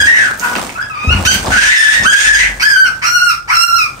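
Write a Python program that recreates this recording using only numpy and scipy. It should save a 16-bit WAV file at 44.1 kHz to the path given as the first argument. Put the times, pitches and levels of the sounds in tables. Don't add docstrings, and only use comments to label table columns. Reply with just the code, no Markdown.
import sys
import numpy as np
from scipy import signal
from scipy.fft import rfft, irfft, next_fast_len
from scipy.io import wavfile
from scipy.ndimage import uniform_filter1d, minimum_filter1d

SR = 44100
rng = np.random.default_rng(int(sys.argv[2]) if len(sys.argv) > 2 else 0)


def materialize(psi):
    bounded = np.clip(np.atleast_2d(psi).T, -1, 1)
    quanta = np.round(bounded * 32767).astype(np.int16)
    wavfile.write(sys.argv[1], SR, quanta)


N = 176400
TIME = np.arange(N) / SR
CUTOFF_HZ = 15700

# frequency in Hz, gain in dB.
FLOOR_SPECTRUM = [(20, -41), (48, -10), (125, 8), (200, -9.5), (2000, -33), (15000, -65)]
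BARK_SPECTRUM = [(70, -8.5), (220, 5.5), (400, -0.5), (820, 3.5), (4200, -13), (15000, -14.5)]
SWISH_SPECTRUM = [(5000, -38), (12000, 3), (15000, -1)]
# frequency in Hz, left-right correlation.
CORRELATION = [(60, 1), (300, 0.76), (1200, 0.18), (15000, 0.33)]
# left delay in ms, right delay in ms, gain.
WALL_ECHOES = [(1.9, 2.25, 0.85), (4.4, 3.4, -0.37), (7.1, 13, 0.53)]
# time in seconds, level in dB.
RUSTLE_LEVELS = [(0, -27.5), (.4, -31.5), (.62, -24.5), (.75, -34.5), (.95, -44), (1.2, -27.5),
                 (1.5, -25.5), (1.8, -37), (2.05, -30.5), (2.95, -38.5), (3.42, -49.5), (4, -38.5)]
DRAG_LEVELS = [(0, -50), (1.2, -47), (1.38, -34), (1.58, -31), (1.8, -43), (2.02, -36), (2.15, -35),
               (2.33, -26), (2.55, -35), (2.7, -48)]
# start in seconds, level in dB, attack and decay in seconds, low-pass in Hz.
SCUFFS = [(0.562, -18.5, 0.00099, 0.032, 2200), (1.042, -24, 0.0059, 0.11, 434),
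          (1.184, -24, 0.01, 0.11, 1090), (1.439, -14.5, 0.037, 0.046, 1300),
          (1.962, -27.5, 0.094, 0.043, 710)]
# start in seconds, level in dB, attack and decay in seconds.
SWISHES = [(.365, -27.5, .03, 0.13), (1.248, -20.5, .01, 0.033), (1.31, -18.5, 0.031, 0.025)]
# start in seconds, level in dB, ring frequency in Hz.
SNAPS = [(0.397, -14.5, 6700), (0.554, -9.5, 2490), (0.555, -12, 1380), (0.5634, -20, 4700),
         (0.57, -22, 2980), (0.586, -13, 1200), (0.694, -17, 2240), (1.461, -18.5, 4900),
         (1.471, -19, 3580)]
# start in seconds, level in dB, low-pass in Hz, grind decay in seconds.
THUMPS = [(0, -15, 79.4, 0.048), (1.073, 0.5, 76.4, 0.018), (1.111, -2, 81, 0.0096),
          (1.147, -3, 107, 0.049), (1.257, -17, 304, 0.12), (1.332, -15, 260, 0.16),
          (1.481, -8, 118, 0.073), (1.999, -22, 162, 0.19)]
# frequency in Hz, gain in dB, T60 in seconds.
CABINET_MODES = [(50.7, -44, 0.56), (74, -4.5, 0.49), (90.3, 1, 0.16), (126, -2, 0.11), (198.4, -2.5, 0.28),
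                 (243.4, -9.5, 0.41)]
# time in seconds, pitch in Hz, level in dB, overtones in dB, roughness (0 clear, 1 full).
SCREAMS = [
    [(0, 1679, -9.5, -2.5, 0.28), (.03, 1589, -16, -16.5, 0.37), (.064, 1634, -28.5, 14, 0.42),
     (.073, 1829, -7, -15, .36), (.12, 1950, -16, -17.5, 0.65), (.19, 1787, -14.5, -12.5, 0.66),
     (.25, 1558, -19.5, -10, 0.84), (.315, 1261, -31.5, -51, 1.1)],
    [(1.248, 1050, -13, -3, 0.7), (1.258, 1358, -20, 2, 0.5), (1.277, 1543, -8, -2, 0.12),
     (1.295, 1590, -23.5, -4, 0.2), (1.315, 1569, -19, 38, 0.55), (1.35, 1391, -30, 5, 0.88),
     (1.4, 1116, -42, -4, 0.45)],
    [(1.5, 1389, -27, -5, 1.04), (1.525, 1541, -17.5, -7.5, 0.67), (1.55, 1406, -19.5, -11.5, 0.89),
     (1.585, 1664, -11, -4.5, 0.64), (1.65, 1704, -14, -2, 1.13), (1.69, 1699, -8.5, -4.5, 0.32),
     (1.715, 2081, -7, -10, 0.63), (1.77, 1771, -5.5, -3.5, 0.55), (1.89, 1726, -10, -6, 0.53),
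     (1.93, 1867, -16, 1, 0.58), (2.01, 1840, -20.5, -19.5, 0.36), (2.04, 1708, -24, 23, 0.88)],
    [(2.04, 982, -28, -13, 0.5), (2.065, 1545, -3, -13, 0.28), (2.115, 1696, -20, 1.5, .42),
     (2.145, 1613, -3, -8, 0.5), (2.2, 1716, -14.5, 9.5, 0.57), (2.31, 1779, -16, -11, 0.47),
     (2.35, 1619, -9, -1.5, 0.5), (2.385, 2050, -15, -6, 0.85), (2.45, 1979, -19, -14, 1.14),
     (2.5, 1745, -39, -28, 0.98)],
]
GRUNTS = [
    [(.41, 463.4, -27, 2, 0.52), (.44, 500, -21, -7, 0.7), (.535, 481, -34, -30, 0.55)],
]
WHIMPERS = [
    [(.74, 1244, -36, 34, 0.31), (.785, 1440, -27.5, -42, 0.8), (.82, 1680, -28.5, 8.5, 0.19),
     (.88, 1600, -43, -18, 0.66)],
    [(.895, 1313, -32, 4, 0.099), (.955, 1207, -33.5, 5, 0.49), (1.085, 1284, -26, 12.5, 0.19),
     (1.115, 1440, -16.5, 6, 0.21), (1.14, 1429, -33, 24, 0.62), (1.18, 1123, -28, 10, 0.38)],
]
WAILS = [
    [(2.595, 953, -26.5, 29, 1), (2.63, 1554, -13.5, 5, 0.27), (2.66, 1737, -16, -2, 0.2),
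     (2.71, 1663, -13.5, 2, .36), (2.76, 1522, -6.5, -8, 0.28), (2.83, 1558, -16.5, -7.5, 0.075),
     (2.87, 1406, -22.5, 5, 0.48), (2.92, 1146, -45, -25, 0.8)],
    [(3.016, 855, -26.5, 31, 0.99), (3.039, 1149, -17, 5, 0.63), (3.06, 1386, -24.5, 10.5, 0.6),
     (3.11, 1428, -20, -5, .1), (3.16, 1430, -14, 0, 0.048), (3.19, 1356, -19, 1, 0.19),
     (3.22, 1460, -17.5, -5, 0.064), (3.29, 1374, -16.5, -1.5, 0.18), (3.32, 1167, -25.5, 5.5, 0.82),
     (3.38, 1040, -85, -9, 0.52)],
    [(3.472, 760, -37, -3.5, 0.91), (3.5, 1051, -19.5, 8, 0.65), (3.525, 1401, -16.5, 0.5, 0.57),
     (3.575, 1346, -9, 0.5, 0.17), (3.63, 1392, -9.5, 5.5, 0.14), (3.68, 1366, -12.5, -9.5, 0.1),
     (3.72, 1346, -18, -9, 0.048), (3.765, 1404, -14.5, -2, 0.026), (3.8, 1265, -24, 8, 0.32),
     (3.85, 1191, -25, 1.5, 0.22), (3.9, 1023, -58.5, -23, 0.49)],
]
# frequency in Hz, gain in dB.
SCREAM_THROAT = [(400, -19), (1200, -9.5), (1550, 3.5), (2080, 1), (2600, 0.5), (3300, -5), (4000, -9),
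                 (5100, -10.5), (6500, -8.5), (7400, -17), (8700, -12.5), (10000, -25.5), (13000, -20),
                 (15000, -22)]
GRUNT_THROAT = [(480, -41), (950, -6.5), (1500, 7.5), (2000, -12), (2600, -12), (4000, -29), (6000, -20.5)]
WHIMPER_THROAT = [(400, -5), (1250, 15.5), (1650, 11), (2700, 6.5), (3700, -15), (5700, -13), (7000, -33)]
WAIL_THROAT = [(400, -28), (850, 0.5), (1350, 9.5), (2400, 10), (2800, -6.5), (3100, -4.5), (3600, -19),
               (4300, -5.5), (5600, -4.5), (6200, -16.5), (7500, -22.5), (8400, -16.5), (11500, -31.5),
               (12500, -9), (15500, -27)]
# frequency in Hz, gain in dB.
MIC_LEFT = [(1500, 3), (5000, 4), (6500, 4), (7700, -4.5), (10000, -1.5), (10600, -27), (11200, -2)]
MIC_RIGHT = [(1500, 1.5), (5000, 8), (9200, 12), (10000, -1), (10600, -23), (11500, -4)]


def from_db(db):
    return 10 ** (np.asarray(db) / 20)


def unit_rms(x):
    return x / np.sqrt(np.mean(x ** 2) + 1e-20)


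def running_rms(x, size):
    return np.sqrt(np.abs(uniform_filter1d(x ** 2, size)) + 1e-12)


def interpolate(rows, t=TIME):
    times_s, *columns = np.transpose(rows)
    return [np.interp(t, times_s, column) for column in columns]


def shaped(x, points, to_gain=from_db):
    n = x.shape[-1]
    size = next_fast_len(n + 2048)
    hz, value = np.transpose(points)
    curve = np.interp(np.log(np.fft.rfftfreq(size, 1 / SR) + 1), np.log(hz), value)
    return irfft(rfft(x, size) * to_gain(curve), size)[..., :n]


def low_pass(x, hz):
    return signal.sosfilt(signal.butter(2, hz, fs=SR, output="sos"), x + 1e-18)


def drift(rate_hz, size=N):
    return unit_rms(low_pass(rng.standard_normal(size + SR // 2), rate_hz)[SR // 2:])


def swell(start_s, db, attack_s, decay_s):
    rise = np.clip((TIME - start_s) / attack_s, 0, 1)
    return from_db(db) * rise * np.exp(-np.maximum(TIME - start_s - attack_s, 0) / decay_s)


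def stereo_noise(spectrum, envelope=1):
    white = envelope * rng.standard_normal((2, N))
    mid = shaped(white[0], CORRELATION, lambda c: np.sqrt(1 + c))
    side = shaped(white[1], CORRELATION, lambda c: np.sqrt(1 - c))
    return unit_rms(shaped(np.array([mid + side, mid - side]), spectrum))


def noise_floor():
    return from_db(-43) * stereo_noise(FLOOR_SPECTRUM)


def terrarium(x, low_t60_s=0.38, treble_t60_s=0.27, tail_db=6.5, left_lag_ms=0.17):
    t = TIME[:SR // 2]
    white = rng.standard_normal((2, len(t)))
    low = low_pass(white, 1330)
    tail = low * from_db(-60 * t / low_t60_s) + (white - low) * from_db(-60 * t / treble_t60_s)
    response = from_db(tail_db) * unit_rms(tail * (t > .004)) / np.sqrt(len(t))
    for left_ms, right_ms, gain in [(left_lag_ms, 0, 1)] + WALL_ECHOES:
        delay_s = np.array([[left_ms], [right_ms]]) / 1000
        response += gain * np.sinc((t - delay_s) * SR)
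    return signal.fftconvolve(x[None], response, axes=1)[:, :N]


def chips(spectrum, bursts_per_s=900, spread_db=3.5, decay_s=0.00062):
    sizes = from_db(spread_db * np.minimum(rng.exponential(1, N), 5))
    impacts = sizes * (rng.random(N) < bursts_per_s / SR)
    bursts = signal.lfilter([1], [1, -np.exp(-1 / (decay_s * SR))], impacts + 1e-18)
    return stereo_noise(spectrum, envelope=1 + unit_rms(bursts))


def bedding():
    rustle = from_db(interpolate(RUSTLE_LEVELS)[0]) * chips(BARK_SPECTRUM)
    grit = chips(BARK_SPECTRUM)
    scuffs = sum(swell(*shape) * unit_rms(low_pass(grit, hz)) for *shape, hz in SCUFFS)
    swishes = sum(swell(*row) for row in SWISHES) * chips(SWISH_SPECTRUM)
    return rustle + scuffs + swishes


def bark_snaps(t60_cycles=11.6):
    out = np.zeros(N)
    for start_s, db, hz in SNAPS:
        start = int(start_s * SR)
        cycles = hz * TIME[:SR // 20]
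        envelope = from_db(db - 60 * cycles / t60_cycles)
        out[start:start + len(cycles)] += envelope * np.sin(2 * np.pi * cycles)
    return out


def panel_drone(hz=49, flutter_db=2):
    tone = np.sqrt(2) * np.sin(2 * np.pi * hz * TIME + 0.54 * drift(17))
    return tone * from_db(interpolate(DRAG_LEVELS)[0] + flutter_db * drift(6.5))


def cabinet_thumps(trim_db=-5, grind_gain=.018):
    force, out = np.zeros(N), np.zeros(N)
    for start_s, db, hz, decay_s in THUMPS:
        start = int(start_s * SR)
        push = grind_gain * rng.standard_normal(N) * np.exp(-TIME / decay_s)
        push[0] = 1
        force[start:] += from_db(db + trim_db) * low_pass(push[:N - start], hz)
    for hz, db, t60_s in CABINET_MODES:
        radius, angle = from_db(-60 / (t60_s * SR)), 2 * np.pi * hz / SR
        out += from_db(db) * signal.lfilter([1, -1], [1, -2 * radius * np.cos(angle), radius ** 2], force)
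    return out


def cry(rows, throat, rasp_db):
    jitter_depth, jitter_hz, waver_depth, waver_hz = 0.0885, 409, 0.00561, 56.6
    fray_db, flicker_db, shimmer_db, flutter_db, trim_db = 2, 2.5, 2.5, 2, 0.5
    span = (TIME >= rows[0][0]) & (TIME < rows[-1][0])
    n = span.sum()
    hz, db, overtones_db, rough = interpolate(rows, TIME[span])
    rough = np.clip(rough * from_db(fray_db * drift(29, n)), 0, 1) ** 1.4
    wobble = jitter_depth * rough * drift(jitter_hz, n) + waver_depth * drift(waver_hz, n)
    phase = 2 * np.pi * np.cumsum(hz * (1 + wobble)) / SR
    overtones = sum(np.cos(k * phase) * (k * hz < CUTOFF_HZ) * from_db(flicker_db * drift(11.2, n))
                    for k in range(2, 12))
    overtones *= np.exp(-1.42 * rough)
    air_pulses = 2 * (1 + np.cos(phase))
    rasp = from_db(rasp_db) * (.015 + rough) * rng.standard_normal(n) * air_pulses
    folds = np.cos(phase) + from_db(overtones_db) * (overtones + rasp)
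    folds *= 1 + 0.26 * rough * np.cos(phase / 2)
    folds *= from_db(shimmer_db * rough * drift(jitter_hz, n))
    voice = shaped(folds, throat)
    level = from_db(db + trim_db + flutter_db * drift(37, n))
    fades = signal.windows.tukey(n, min(1, 400 / n))
    out = np.zeros(N)
    out[span] = voice / running_rms(voice, size=700) * level * fades
    return out


def rabbit():
    return (sum(cry(rows, SCREAM_THROAT, rasp_db=-1.5) for rows in SCREAMS)
            + sum(cry(rows, GRUNT_THROAT, rasp_db=-4) for rows in GRUNTS)
            + sum(cry(rows, WHIMPER_THROAT, rasp_db=-4) for rows in WHIMPERS)
            + sum(cry(rows, WAIL_THROAT, rasp_db=-7.5) for rows in WAILS))


def scene():
    snaps = bark_snaps()
    mix = noise_floor() + terrarium(rabbit() + snaps) + snaps + bedding()
    cabinet = cabinet_thumps() + panel_drone()
    return mix + cabinet * from_db([[.5], [-.5]])


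def record(dry, limit_db=2, release_db_per_s=138):
    x = np.array([shaped(dry[0], MIC_LEFT), shaped(dry[1], MIC_RIGHT)])
    x = signal.sosfilt(signal.butter(4, 38, "high", fs=SR, output="sos"), x)
    over_db = np.maximum(20 * np.log10(np.abs(x).max(axis=0) + 1e-9) - limit_db, 0)
    release_db = release_db_per_s * TIME
    held_db = np.maximum.accumulate(over_db + release_db) - release_db
    x *= from_db(uniform_filter1d(minimum_filter1d(-held_db, size=81), size=81))
    x = .98 * x / (1 + x ** 8) ** (1 / 8)
    return shaped(x, [(CUTOFF_HZ, 0), (CUTOFF_HZ + 200, -80)])


dry = scene()
out = record(dry)
materialize(out)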